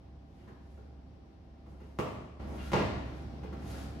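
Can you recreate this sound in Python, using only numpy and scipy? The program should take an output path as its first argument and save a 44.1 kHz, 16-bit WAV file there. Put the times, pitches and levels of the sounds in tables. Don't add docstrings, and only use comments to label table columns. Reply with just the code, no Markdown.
import sys
import numpy as np
from scipy import signal
from scipy.fft import rfft, irfft
from scipy.io import wavfile

SR = 44100
rng = np.random.default_rng(int(sys.argv[2]) if len(sys.argv) > 2 else 0)


def output_pcm(signal):
    pcm = np.clip(np.atleast_2d(signal).T, -1, 1) * 32767
    wavfile.write(sys.argv[1], SR, np.round(pcm).astype(np.int16))


N = 176400
T = np.arange(N) / SR
HZ = np.maximum(np.arange(N // 2 + 1) * SR / N, 1)

# (frequency [Hz], level [dB])
AIR_SPECTRUM = [(20, -51), (32, -21), (45, 7), (65, -3.5), (90, 3.5), (150, 1.5), (280, 0.5), (420, -9),
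                (750, -11.5), (1100, -18.5), (1500, -23.5), (2500, -28), (5700, -34), (6600, -43),
                (15500, -55.5)]
# (frequency [Hz], level [dB], waver [dB])
FAN_TONES = [(68.55, -53.5, 0.7), (101.8, -67, 0.5), (147, -69, 2.5), (670.6, -76, 1.5), (786, -74, 0.5)]
# (time [s], gain [dB])
HUM_ENVELOPE = [(0, -4), (.13, 2.5), (.45, -6.5), (.76, 3.5), (1.03, 1.5), (1.31, -7), (1.55, -0.5),
                (1.8, 2), (2.25, 0.5), (2.62, 0.5), (2.9, 1), (3.28, -2.5), (3.6, -1.5), (3.88, 1.5),
                (4, -4)]
# (peak time [s], rise [s], fall [s], level [dB])
SLEEVE_MOVES = [(.43, 0.15, .08, -80), (.7, 0.11, 0.11, -80), (1.7, 0.027, .05, -77),
                (1.85, 0.086, 0.16, -78), (2.53, 0.13, 0.054, -81), (2.665, 0.12, 0.033, -69.5),
                (3.17, 0.21, 0.073, -83.5), (3.69, 0.069, 0.095, -67.5), (3.79, 0.066, 0.062, -70)]
# (frequency [Hz], level [dB])
CLOTH_SPECTRUM = [(100, -10), (500, -6), (1500, -2), (3000, 2.5), (5000, 1), (7000, -1), (9000, -5.5),
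                  (11000, -2), (15500, -16)]
# (peak time [s], rise [s], fall [s], level [dB], rasp [Hz])
SOLE_SLIDES = [(.41, 0.042, 0.014, -68, 2600), (.492, 0.016, 0.02, -63, 1400),
               (1.82, 0.018, 0.033, -70, 2700), (2.585, 0.016, 0.024, -57.5, 3130),
               (2.67, 0.065, 0.026, -60.5, 1590), (2.779, 0.048, 0.032, -46.5, 2000),
               (3.09, 0.072, 0.067, -69, 1530), (3.445, 0.0088, .02, -66.5, 2030),
               (3.58, 0.03, 0.035, -73, 1200), (3.76, 0.062, 0.097, -64.5, 1440)]
# (frequency [Hz], level [dB])
SCUFF_SPECTRUM = [(100, 12), (400, 7), (1000, 3), (1400, 9.5), (3000, 2), (4500, -3.5), (8000, -31),
                  (15000, -40)]
# (peak time [s], rise [s], fall [s], level [dB])
WEIGHT_SHIFTS = [(.5, 0.089, 0.034, -56.5), (.88, 0.13, 0.1, -66), (1.8, 0.19, 0.083, -61),
                 (2.5, 0.12, 0.082, -55), (3.69, 0.16, 0.13, -58.5)]
# (frequency [Hz], level [dB])
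SHUFFLE_SPECTRUM = [(50, -8), (120, 0.5), (260, 5.5), (420, -4), (700, -1), (1200, -14), (2000, -19.5),
                    (5000, -42), (15500, -52)]
# (time [s], level [dB], bass [dB], treble [dB])
FOOTFALLS = [(0.477, -22, 8, -3), (.775, -23, -4, -6.5), (1.662, -25, -8, -4.5), (1.705, -21, 6, -17),
             (1.802, -18, -1.5, -6), (2.925, -17, 11.5, -24), (3.434, -23.5, 5.5, -3.5),
             (3.527, -21.5, -9, -5.5)]
# (frequency [Hz], level [dB])
TAP_SPECTRUM = [(40, -18.5), (120, 1), (280, 4.5), (500, -0.5), (900, -6.5), (1400, -8.5), (2100, -16),
                (3200, -26.5), (5000, -28), (9000, -39), (15500, -39)]
# (time [s], level [dB], thump [dB], clap [Hz], clap [dB], crack [dB], slap [dB], snap [dB])
STOMP_HITS = [(1.9884, 2, -0.5, 1220, 6, -7.5, 3, 7.5), (2.0003, -11, -2, 3040, 7, 4.5, -1, 3),
              (2.7187, -16, 3.5, 960, 2, 7, 0, -6), (2.7333, -4, -2, 990, 5.5, -1, 6.5, -14),
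              (2.7531, -16, 4.5, 900, 3, 1, 5, -18), (2.7654, -9.5, 8, 670, 2.5, 2, -6, -17),
              (2.791, -25, 7, 2400, 7.5, 13, 0.5, -12)]
# (frequency [Hz], level [dB])
STOMP_SPECTRUM = [(30, -28), (60, -9.5), (120, 2), (220, -0.5), (480, -1), (750, -3.5), (1100, -9),
                  (1480, -16), (2000, -14.5), (2600, -16.5), (3400, -24), (4500, -28.5), (6500, -32),
                  (9000, -37), (15500, -42.5)]
LANDING_TIMES_S = [1.99, 2.736]
# (frequency [Hz], T60 [s], first landing [dB], second landing [dB])
ROOM_MODES = [(117.9, 0.87, 2, -2), (145, 0.45, -13, -19), (197, 0.97, -23, -1), (219.3, 0.53, -12, -0.5),
              (242, 1, -2, -23), (359, 0.51, -23, -2), (429, 0.31, -28, -5), (487, 0.33, -2, -3),
              (577, 0.64, -10, -7), (624, 1, -5, -7.5), (765, 0.28, -23, -13), (889, 0.45, -9, -6),
              (990, 0.38, -24, -6.5), (1150, 0.74, -3, -14)]
# (left delay [s], right delay [s], gain [dB])
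REFLECTIONS = [(.0051, .0053, -6), (.0098, .0108, -3.5), (0.012, .0124, -13.5), (0.027, 0.036, -24)]
# (frequency [Hz], T60 [s])
HALL_DECAY = [(60, 1.2), (170, 1.05), (400, 0.86), (1000, 0.92), (6000, 0.93), (14000, 0.51)]
# (frequency [Hz], left-right coherence [0-1])
COHERENCE = [(70, 0.95), (170, 0.87), (350, 0.71), (700, 0), (12000, 0.029)]
# (frequency [Hz], left minus right [dB])
STEREO_TILT = [(60, -0.5), (140, -2), (300, -0.8), (600, -0.5), (1100, 1.8), (2200, 1), (4500, 4.5),
               (8000, 0), (14000, 0)]

IMPACT_DB, HALL_BUILD_S = 15, 0.0017
SIDES = np.array([[1], [-1]])


def undb(db):
    return 10 ** (np.asarray(db) / 20)


def curve(points, hz=HZ):
    points_hz, values = np.array(points).T
    return np.interp(np.log(hz), np.log(points_hz), values)


def above(hz):
    return 1 - 1 / (1 + (HZ / hz) ** 2)


def bump(hz, log_width):
    return np.exp(-(np.log(HZ / hz) / log_width) ** 2)


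def decay(t60_s):
    return np.exp(-np.log(1000) * T / t60_s)


def wander(rate_hz):
    drift = irfft(rfft(rng.standard_normal(N)) / (1 + (HZ / rate_hz) ** 2) ** 2, N)
    return drift / drift.std()


def pulse(spectrum_db):
    cepstrum = irfft(np.log(undb(spectrum_db)), N)
    cepstrum[1:N // 2] *= 2
    cepstrum[N // 2 + 1:] = 0
    return irfft(np.exp(rfft(cepstrum)), N)


def add(out, start_s, sound):
    i = int(start_s * SR)
    out[i:] += sound[:N - i]


def diffuse():
    coherence = curve(COHERENCE)
    mid, side = rfft(rng.standard_normal((2, N)))
    return mid * np.sqrt((1 + coherence) / 2) + SIDES * side * np.sqrt((1 - coherence) / 2)


def ventilation(air_db=-55.5, flicker_db=0.36, left_lag_s=0.00034, waver_hz=14):
    lag_s = np.array([[left_lag_s], [0]])
    direct = rfft(rng.standard_normal(N)) * np.exp(-2j * np.pi * HZ * lag_s)
    air = irfft((diffuse() + undb(-14) * direct) * undb(curve(AIR_SPECTRUM)), N)
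    air *= undb(air_db + flicker_db * wander(rate_hz=11)) / air.std()
    tones = []
    for hz, db, waver_db in FAN_TONES:
        amplitude = np.sqrt(2) * undb(db + waver_db * wander(waver_hz))
        tones.append(amplitude * np.sin(2 * np.pi * hz * T + 0.44 * wander(waver_hz)))
    swell = undb(np.interp(T, *np.array(HUM_ENVELOPE).T))
    return air + tones[0] * swell + sum(tones[1:])


def friction(moves, spectrum_db, rough_db=2, rough_hz=51):
    power = 0
    for peak_s, rise_s, fall_s, db in moves:
        width_s = np.where(T < peak_s, rise_s, fall_s)
        power += (undb(db) * np.exp(-((T - peak_s) / width_s) ** 2)) ** 2
    noise = irfft(rfft(rng.standard_normal(N)) * undb(spectrum_db), N)
    grain = undb(rough_db * wander(rough_hz))
    return np.sqrt(power) * grain * noise / noise.std()


def swishes():
    return friction(SLEEVE_MOVES, curve(CLOTH_SPECTRUM))


def scuffs(rasp_db=5.5):
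    return sum(friction([move], curve(SCUFF_SPECTRUM) + rasp_db * bump(rasp_hz, log_width=0.28))
               for *move, rasp_hz in SOLE_SLIDES)


def shuffles():
    return friction(WEIGHT_SHIFTS, curve(SHUFFLE_SPECTRUM))


def steps(grit_share=0.9, grit_decay_s=0.009):
    out = np.zeros(N)
    for start_s, db, bass_db, treble_db in FOOTFALLS:
        tap = pulse(curve(TAP_SPECTRUM) + bass_db * (1 - above(200)) + treble_db * above(510))
        grit = np.exp(-T / grit_decay_s) * rng.standard_normal(N)
        grit /= np.linalg.norm(grit)
        contact = np.sqrt(1 - grit_share) + np.sqrt(grit_share) * rfft(grit)
        add(out, start_s, undb(db + IMPACT_DB) * irfft(rfft(tap) * contact, N))
    return floor_flex(out)


def floor_flex(impacts, centre_hz=500, width_hz=710):
    s = 1j * HZ
    poles = s * s + width_hz * s + centre_hz ** 2
    return -irfft(rfft(impacts) * np.conj(poles) / poles, N)


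def stomps():
    out = np.zeros(N)
    for start_s, db, thump_db, clap_hz, clap_db, crack_db, slap_db, snap_db in STOMP_HITS:
        spectrum_db = (curve(STOMP_SPECTRUM)
                       + thump_db * (1 - above(190))
                       + clap_db * bump(clap_hz, log_width=0.2)
                       + crack_db * above(2150)
                       + slap_db * bump(5240, log_width=0.55)
                       + snap_db * above(11000))
        add(out, start_s, undb(db + IMPACT_DB) * pulse(spectrum_db))
    return floor_flex(out)


def ringing(gain_db=-41.5):
    out = np.zeros(N)
    for hz, t60_s, *levels_db in ROOM_MODES:
        envelope = decay(t60_s) * (1 - np.exp(-T / HALL_BUILD_S))
        for start_s, db in zip(LANDING_TIMES_S, levels_db):
            mode = np.sin(2 * np.pi * (hz * T + rng.random()))
            add(out, start_s, undb(db + gain_db) * envelope * mode)
    return out


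def early_response(gain_db=-9.5, treble_db=-1.5):
    taps = np.zeros((2, N))
    taps[:, 0] = 1
    for left_s, right_s, db in REFLECTIONS:
        taps[0, int(left_s * SR)] += undb(db)
        taps[1, int(right_s * SR)] += undb(db)
    off_axis = pulse(gain_db + treble_db * above(4100))
    return irfft(rfft(taps) * rfft(off_axis), N)


def hall(sound, tail_db=-0.15, scatter_db=1, scatter_s=0.0079, lowest_band_hz=31.25):
    field, tail = diffuse(), np.zeros((2, N))
    octaves = np.clip(np.log2(HZ / lowest_band_hz), 0, 9)
    for octave in range(10):
        band = irfft(field * np.maximum(1 - abs(octaves - octave), 0), N)
        tail += band * decay(curve(HALL_DECAY, lowest_band_hz * 2 ** octave))
    tail *= 1 - np.exp(-T / HALL_BUILD_S)
    tail *= 1 + undb(scatter_db) * np.exp(-T / scatter_s)
    tail *= undb(tail_db) / np.sqrt(np.sum(tail ** 2) / 2)
    response = early_response() + tail
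    return signal.fftconvolve(sound[None], response[:, :N // 2], axes=1)[:, :N]


def scene():
    movement = stomps() + steps() + scuffs() + swishes() + shuffles()
    mix = hall(movement) + ringing() + ventilation()
    balance = undb(SIDES * curve(STEREO_TILT) / 2)
    return irfft(rfft(mix) * balance, N)


def record(dry):
    step_at_s, rise_s, step_db, cutoff_hz = 2.392, 0.008, 10, 15800
    gain = undb(step_db * np.clip((T - step_at_s) / rise_s, 0, 1))
    lowpass = signal.ellip(8, 0.2, 70, cutoff_hz, fs=SR, output="sos")
    return signal.sosfilt(lowpass, dry * gain)


dry = scene()
out = record(dry)
output_pcm(out)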